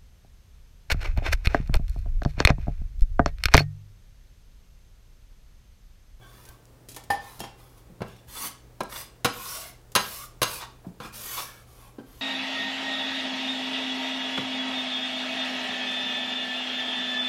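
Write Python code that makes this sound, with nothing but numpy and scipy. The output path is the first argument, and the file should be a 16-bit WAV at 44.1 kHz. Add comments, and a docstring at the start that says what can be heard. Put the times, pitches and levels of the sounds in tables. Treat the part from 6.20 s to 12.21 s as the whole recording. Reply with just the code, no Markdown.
"""Bench scraper on a stone countertop

A steel blade gathers flour in a small kitchen: modal clacks, corner then edge, precede hissing drags.
The drags are friction noise, made of random micro-slips that also excite the modes of the pressed blade.
A wooden rolling pin gives a hollow modal knock with a clink of steel; ticks, bumps and squeaks fall between.
An appliance hums underneath, and a dense decaying reverberation joins all the work on the counter."""
import sys
import numpy as np
from scipy import signal
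from scipy.fft import rfft, irfft
from scipy.io import wavfile
from scipy.ndimage import uniform_filter1d

SR = 44100
rng = np.random.default_rng(int(sys.argv[2]) if len(sys.argv) > 2 else 0)


def waveform_to_disk(signal):
    """Save audio, clipped to [-1, 1], as 16-bit WAV at the path in sys.argv[1]."""
    frames = np.transpose(np.atleast_2d(signal))
    scaled = np.clip(frames, -1, 1) * 32767
    samples = np.round(scaled).astype(np.int16)
    wavfile.write(sys.argv[1], SR, samples)


N = 265077
HALF = SR // 2  # samples in half a second, the length of every struck sound
T = np.arange(HALF) / SR  # its time axis, s
EDGE_HZ = 15900  # upper band limit


def amp(db):
    """Level law: decibels to amplitude gain."""
    return 10 ** (np.asarray(db) / 20)


def unit(x):
    """Normalisation: scales to rms 1."""
    return x / np.sqrt(np.mean(x ** 2) + 1e-20)


def read(points, hz):
    """Interpolation: reads a table on a log-frequency axis, held constant beyond its ends."""
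    f, value = np.transpose(points)
    return np.interp(np.log(hz + 1), np.log(f + 1), value)


def add(mix, s, sound):
    """Superposition: adds a sound to the mix in place, from time s."""
    part = mix[round(s * SR):][:len(sound)]
    part += sound[:len(part)]


def colour(x, spectrum, tilt_db=0):
    """Spectral shaping: filters x, with a tilt in dB per octave above 300 Hz; rms 1."""
    hz = np.fft.rfftfreq(len(x), 1 / SR)
    gain_db = read(spectrum, hz) + tilt_db * np.log2(np.maximum(hz, 300))
    return unit(irfft(rfft(x) * amp(gain_db), len(x)))


def die_away(x, t60s):
    """Frequency-dependent damping: each band of x decays at its own rate."""
    hz, t, z = signal.stft(x, SR, nperseg=256)
    decay = amp(-60 * t / read(t60s, hz)[:, None])
    return signal.istft(z * decay, SR, nperseg=256)[1][:len(x)]


def fade(t60):
    """Exponential decay: a fall of 60 dB in t60 seconds."""
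    return 1000. ** (-T / t60)


def noise():
    """Broadband excitation: half a second of white noise."""
    return rng.standard_normal(HALF)


def ring(modes, tilt_db=0, length=1):
    """Modal synthesis: damped sines of a struck body, tilted in dB per octave about the median mode."""
    middle = np.median(modes, axis=0)[0]
    out = np.zeros(HALF)
    for hz, db, t60 in modes:
        level = amp(db + tilt_db * np.log2(hz / middle))
        out += level * fade(t60 * length) * np.sin(2 * np.pi * (hz * T + rng.random()))
    return out


def shimmer(t60, low_hz=2200, count=70):
    """Modal crowding: random lines for the upper modes of thin steel, rms 1 before the decay."""
    lines = np.zeros(HALF // 2 + 1, complex)
    place, phase = rng.random((2, count))
    bins = ((low_hz + place * (EDGE_HZ - low_hz)) * HALF / SR).astype(int)
    lines[bins] = rng.random(count) ** 2 * np.exp(2j * np.pi * phase)
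    return unit(irfft(lines, HALF)) * fade(t60)


def grit(per_s, spread_db, smooth):
    """Micro-slip friction: many tiny slips of uneven size over a smooth rub."""
    sizes = amp(spread_db * np.minimum(rng.exponential(1, N), 4)) * rng.choice([-1, 1], N)
    slips = unit(sizes * (rng.random(N) < per_s / SR))
    return unit(slips + smooth * rng.standard_normal(N))


def wander(x, depth_db):
    """Moving contact: narrow resonances come and go as it slides along the edge; depth is rms."""
    z = signal.stft(x, SR, nperseg=1024, noverlap=768)[2]
    patches = uniform_filter1d(rng.standard_normal(z.shape), size=3, axis=0)  # across frequency
    patches = unit(uniform_filter1d(patches, size=24, axis=1))  # across time
    return unit(signal.istft(z * amp(depth_db * patches), SR, nperseg=1024, noverlap=768)[1][:N])


# relative spectrum of the kitchen's background: f/Hz, density level/dB
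AIR = [(10, -73), (28, -4.5), (55, -5), (90, -15.5), (140, -17.5), (200, -19.5), (450, -20), (1000, -29),
       (2500, -37), (10000, -42), (16000, -43.5)]


def background(hum_hz=120, hum_db=-58, waver_db=2, air_db=-54, drift=0.0204):
    """Amplitude and frequency modulation: a wavering mains hum over low rumble and faint hiss."""
    swell, sway = (unit(uniform_filter1d(x, size=4000)) for x in rng.standard_normal((2, N)))
    turns = np.cumsum(hum_hz * (1 + drift * sway)) / SR
    hum = np.sqrt(2) * amp(waver_db * swell) * np.sin(2 * np.pi * turns)
    air = colour(rng.standard_normal(N), AIR)
    return amp(air_db) * air + amp(hum_db) * hum


ATTACK_S, RELEASE_S = 0.023, 0.023  # the edge settles on the stone and lifts off it
SPEED_POWER = 1.46  # how pointed the arch of speed is
RASP_FOLLOWS = 0.71  # share of the swell that the rasp follows


def stroke(start, length, fastest, hiss_db, rasp_db, swell_db):
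    """Speed dependence: hiss and rasp follow the hand as it speeds up and slows. Returns both gains."""
    t = np.arange(N) / SR - start
    arch = np.interp(t / length, [0, np.clip(fastest, .05, .95), 1], [0, np.pi / 2, np.pi])
    slow_db = swell_db * (abs(np.sin(arch)) ** SPEED_POWER - 1)  # 0 dB where the hand is fastest
    touch = np.clip(t / ATTACK_S, 0, 1) * np.exp(-np.maximum(t - length, 0) / RELEASE_S)
    return touch * amp([hiss_db + slow_db, rasp_db + RASP_FOLLOWS * slow_db])


# strokes of the blade: start t/s, length t/s, share of the length at which it moves fastest,
#   flour hiss level/dB and edge rasp level/dB (each before its common trim),
#   swell from the ends to the fastest point level/dB (negative: a dip; the rasp takes a share)
STROKES = [(0.0, 0.35, 0.77, -56, -57, 8), (0.997, 0.22, 0.41, -51.5, -52.5, 5),
           (1.371, 0.21, 0.87, -66, -65, -9), (1.853, 0.15, 0.17, -61.5, -53, 8.5),
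           (2.069, 0.24, 0.8, -32, -41, 17), (2.686, .15, 0.84, -36.5, -41, 8.5),
           (3.114, 0.38, 0.56, -34.5, -42, 10.5), (3.776, 0.27, .68, -38, -48.5, 4),
           (4.233, 0.18, 0.65, -34.5, -43.5, 10), (4.804, 0.063, .4, -52, -43, -2),
           (4.921, 0.33, 0.79, -33, -42, 8), (5.251, 0.17, .15, -51, -51, 9),
           (5.464, .23, 0.67, -56, -57.5, 3.5), (5.847, 0.22, .7, -56.5, -60, 5.5)]
# relative spectra of flour hiss and edge rasp: f/Hz, density level/dB
HISS = [(1500, -11), (2800, -7), (4500, -4), (5300, -4.5), (6200, -3), (7500, -7.5), (10000, -2.5),
        (12500, -1.5), (16000, -8.5)]
RASP = [(150, -8.5), (350, -12.5), (700, -4), (900, -5), (1130, -2.5), (1400, -1.5), (1750, -7.5),
        (2300, -6), (3700, -11), (7000, -20), (16000, -54)]
# modes of the blade while pressed and dragged: f/Hz, relative level/dB, t60 t/s
PRESSED = [(1081, -7.5, 0.14), (1108, -5, 0.059), (1214, -8, 0.047), (1275, -4.5, 0.075), (2670, -27, 0.04),
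           (3465, -6.5, 0.14), (3830, -18, 0.074)]


def strokes(judder_db=0.92, sing=0.36, flour_db=-2.5, edge_db=-1):
    """Friction-driven resonance: flour hisses, and the edge catches on stone and makes the blade sing."""
    hiss_gain, rasp_gain = sum(stroke(*row) for row in STROKES)
    # slow random unevenness of level, mostly below 100 Hz
    judder_shape = colour(rng.standard_normal(N), [(10, 0), (80, 0), (300, -30), (2000, -70)])
    judder = amp(judder_db * judder_shape)
    hiss = wander(colour(grit(per_s=7000, spread_db=0.5, smooth=0.82), HISS), depth_db=4.0)
    slips = grit(per_s=1600, spread_db=1.0, smooth=0.63)
    blade = unit(signal.fftconvolve(slips, ring(PRESSED))[:N])
    rasp = wander(colour(slips, RASP) + sing * blade, depth_db=6.0)
    return judder * (amp(flour_db) * hiss_gain * hiss + amp(edge_db) * rasp_gain * rasp)


# brief squeaks of the edge: middle t/s, length t/s, level/dB, mean pitch f/Hz
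SQUEAKS = [(0.047, 0.089, -56, 1570), (0.294, 0.088, -57, 1550), (4.434, .06, -41.5, 936),
           (5.796, 0.037, -53, 1570)]


def squeaks(jitter=0.034, overtone_db=-9):
    """Stick-slip oscillation: an unevenly wavering pitch with three weaker overtones."""
    out = np.zeros(N)
    for s, length, db, hz in SQUEAKS:
        size = round(length * SR)
        waver = unit(uniform_filter1d(noise(), size=60))[:size]
        turns = np.cumsum(hz * (1 + jitter * waver)) / SR
        tone = sum(amp(overtone_db * k) * np.sin(2 * np.pi * (k + 1) * turns) for k in range(4))
        add(out, s - length / 2, amp(db) * unit(tone) * np.hanning(size))
    return out


# light ticks of handled steel and crumbs: t/s, level/dB, t60 t/s (of the noise)
TICKS = [(0.2534, -47.5, 0.035), (0.289, -41.5, 0.02), (0.455, -47, 0.0046), (0.6872, -41, 0.13),
         (0.717, -45, 0.083), (0.746, -43.5, 0.066), (0.7635, -36.5, 0.069), (.838, -48, 0.053),
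         (1.193, -43, 0.11), (1.2036, -28.5, 0.011), (1.881, -53.5, 0.041), (1.9655, -54, 0.014),
         (2.634, -38.5, .015), (3.7188, -47, 0.056)]
# their relative spectrum: f/Hz, density level/dB
TICK = [(300, 13), (1500, -5), (3500, 2.5), (6500, 5.5), (9000, 5), (12500, 3), (16000, -13)]


def ticks(shimmer_db=-10):
    """Impulsive excitation: bright noise bursts, with a trace of steel that rings twice as long."""
    out = np.zeros(N)
    for s, db, t60 in TICKS:
        burst = colour(noise(), TICK) * fade(t60)
        steel = amp(shimmer_db) * shimmer(2 * t60)
        add(out, s, amp(db) * (burst + steel))
    return out


# soft bumps of hand and dough on the counter: t/s, level/dB, pitch f/Hz
BUMPS = [(.29, -37, 39.5), (1.698, -41, 168), (2.081, -40.5, 46.6), (1.203, -33.5, 233), (2.606, -32, 328),
         (4.645, -44.5, 677), (4.665, -32, 168), (4.689, -51, 194), (4.85, -40.5, 162), (5.784, -34.5, 270)]


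def bumps(body=0.56):
    """Heavily damped impact: a dull puff of noise around a sine at the same pitch."""
    out = np.zeros(N)
    for s, db, hz in BUMPS:
        puff = colour(noise(), [(hz / 4, -24), (hz, 0), (hz * 2, -13), (hz * 10, -50)])
        thud = unit(puff + body * np.sqrt(2) * np.sin(2 * np.pi * hz * T))
        soft_attack = 1 - np.exp(-T / 0.0021)
        add(out, s, amp(db) * thud * soft_attack * fade(t60=.12))
    return out


# clinks of a steel utensil lying against the pin: t/s, level/dB, brightness level/dB per octave
CLINKS = [(0.6883, -53, 3), (0.905, -34.5, 14), (1.2036, -38.5, 1.5)]
# its modes: f/Hz, relative level/dB (before the brightness), t60 t/s
UTENSIL = [(2740, -4, 0.19), (3217, -1.5, 0.34), (5500, -0.5, 0.067), (6800, -11, 0.17), (9680, -9, 0.13),
           (10600, -12, 0.16), (10800, -21, .2), (12800, -14, 0.14)]


def utensil():
    """Lightly damped modes: the steel utensil rings as the pin jogs it."""
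    out = np.zeros(N)
    for s, db, tilt_db in CLINKS:
        add(out, s, amp(db) * ring(UTENSIL, tilt_db))
    return out


# rolling pin knocks: t/s, ring level/dB, clatter level/dB, time until the hand stills the ring t/s
KNOCKS = [(0.766, -41.5, -40, 0.021), (0.9013, -35, -37, 0.009), (0.9038, -15, -27, 0.048),
          (1.2024, -43, -36, 0.045), (1.238, -48, -37.5, 0.048)]
# bending modes of the pin: f/Hz, relative level/dB, t60 t/s (while undamped)
PIN = [(811, 0.5, 0.087), (1786, -6.5, 0.23), (3030, -23, 0.11), (4440, -33, 0.18), (4900, -16.5, 0.052)]
# relative spectrum of its clatter: f/Hz, density level/dB
PIN_CLATTER = [(80, 1), (250, -5), (800, 8), (1400, -4.5), (2600, -7), (5000, -9.5), (7500, -20.5),
               (11000, -15.5), (16000, -27)]


def rolling_pin(still=0.0047):
    """Bending modes under added damping: the wooden bar rings over a clatter until the hand stills it."""
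    out = np.zeros(N)
    for s, ring_db, clatter_db, free in KNOCKS:
        clatter = colour(noise(), PIN_CLATTER) * fade(t60=0.15)
        damped = np.exp(-np.maximum(T - free, 0) / still)  # time constant in s
        add(out, s, amp(ring_db) * ring(PIN) * damped + amp(clatter_db) * clatter)
    return out


# blade landings, corner first: t/s, level/dB, brightness level/dB per octave,
#   ring of the modes level/dB (before the trims of ring and shimmer),
#   factor on the decay times of clack and modes (low when dough cushions the blade),
#   delay of the whole edge t/s, its level against the corner/dB, its extra brightness level/dB per octave
LANDINGS = [(1.8061, -31, -8, -14, 0.6, 0.012, 6, 2.5), (2.6047, -30, -2.5, -4, 0.38, 0.0017, 9, -2),
            (3.0462, -16, -1, -2.5, 0.63, .0092, -3, 0), (3.7517, -15, 0.94, -4.5, 0.81, .0079, 1, -1.6),
            (4.217, -18.5, -0.5, -5, 0.77, .0115, 0.5, 3), (4.801, -36, -4, -4.5, 1.3, .046, -13, -5.5),
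            (5.7836, -44, -7.5, -11, 1.08, .012, -7, 0)]
# modes of the blade as it strikes the stone: f/Hz, relative level/dB (before the brightness),
#   t60 t/s (before the landing's factor)
BLADE = [(215.7, -16, 0.38), (313, -16, 0.11), (492, -8, 0.28), (980, -10.5, 0.3), (1045, 0, 0.16),
         (1162, -0.5, 0.053), (1303, -3, 0.13), (1392, -4, 0.12), (1452, -3, 0.096), (1618, -6.5, 0.23),
         (2350, -15, 0.28), (2793, -4.5, 0.1), (3900, -11, 0.25), (4060, -3.5, 0.094), (4750, -25, 0.15),
         (5000, -17, 0.26), (6100, -24, 0.1), (6440, -7.5, 0.15)]
# dense clack of steel on stone, relative spectrum before the brightness: f/Hz, density level/dB
CLACK = [(50, -50), (85, -22), (125, 4.5), (170, -7.5), (300, -4.5), (550, -1), (700, -3.5), (1050, -4),
         (1550, -6), (1800, -9.5), (3000, -6.5), (4500, -6.5), (7500, -14.5), (10500, -8.5), (16000, -20)]
# its decay, before the landing's factor: f/Hz, t60 t/s
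CLACK_T60 = [(120, 0.12), (500, 0.086), (1500, 0.18), (5000, 0.098), (14000, 0.061)]


def landings(ring_db=-3, shimmer_db=-14, rise=0.00044):
    """Impact excitation: corner and edge each give a dense clack and ring the blade's modes."""
    out = np.zeros(N)
    attack = 1 - np.exp(-T / rise)  # time constant in s
    for s, db, tilt_db, modes_db, length, gap, edge_db, edge_tilt_db in LANDINGS:
        corner = (s, db, tilt_db)
        edge = (s + gap, db + edge_db, tilt_db + edge_tilt_db)
        for at, level, tilt in [corner, edge]:
            clack = die_away(colour(noise(), CLACK, tilt), np.array(CLACK_T60) * [1, length])
            steel = amp(ring_db) * ring(BLADE, tilt, length)
            steel += amp(shimmer_db + 2 * tilt) * shimmer(t60=0.067)
            add(out, at, amp(level) * attack * (clack + amp(modes_db) * steel))
    return out


# the edge bites into bare stone within a stroke: middle t/s, length t/s, peak level/dB
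BITES = [(2.175, 0.073, -42), (2.246, 0.078, -39.5), (2.726, .018, -38), (2.764, 0.028, -37),
         (4.427, 0.087, -37.5), (5.192, 0.079, -32.5)]
# relative spectrum of its slips: f/Hz, density level/dB
BITE = [(300, -13.5), (700, -7), (1000, 0.5), (1300, 0), (1700, -7), (3600, -7.5), (7000, -15.5),
        (16000, -43)]


def bites(sing=0.62):
    """Unlubricated friction: where no flour lies under the edge, coarse slips drive the blade harder."""
    gain = np.zeros(N)
    for s, length, db in BITES:
        add(gain, s - length / 2, amp(db) * np.hanning(round(length * SR)))
    slips = grit(per_s=1000, spread_db=0.5, smooth=0.56)
    blade = unit(signal.fftconvolve(slips, ring(PRESSED))[:N])
    return gain * unit(colour(slips, BITE) + sing * blade)


# reverberation of the kitchen: f/Hz, t60 t/s
ROOM_T60 = [(150, 0.44), (500, 0.39), (1200, 0.4), (3000, 0.4), (7000, 0.36), (15000, 0.11)]


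def kitchen(x, delay=0.017, build=0.0023):
    """Reverberation: random reflections build up after a delay and die away band by band."""
    taps = rng.choice([-1., 1.], HALF) * (rng.random(HALF) < 4000 / SR)  # about 4000 per second
    tail = die_away(taps, ROOM_T60) * np.clip((T - delay) / build, 0, 1)
    return signal.fftconvolve(x, tail / np.linalg.norm(tail))[:N]


def scene():
    """Direct and reverberant sound: all the work on the counter shares one room, over the background."""
    scrapes = strokes() + squeaks() + bites()
    hits = ticks() + bumps() + landings()
    pin = utensil() + rolling_pin()
    room = kitchen(amp(-13.0) * hits + amp(-10.5) * pin + amp(-12) * scrapes)
    return (hits + pin + scrapes + room + background())[None]


def record(dry):
    """Band limiting: a linear-phase low-pass filter for the recorder."""
    lowpass = signal.firwin(511, EDGE_HZ, window=("kaiser", 9), fs=SR)
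    return signal.oaconvolve(dry, lowpass[None], "same")


dry = scene()
out = record(dry)
waveform_to_disk(out)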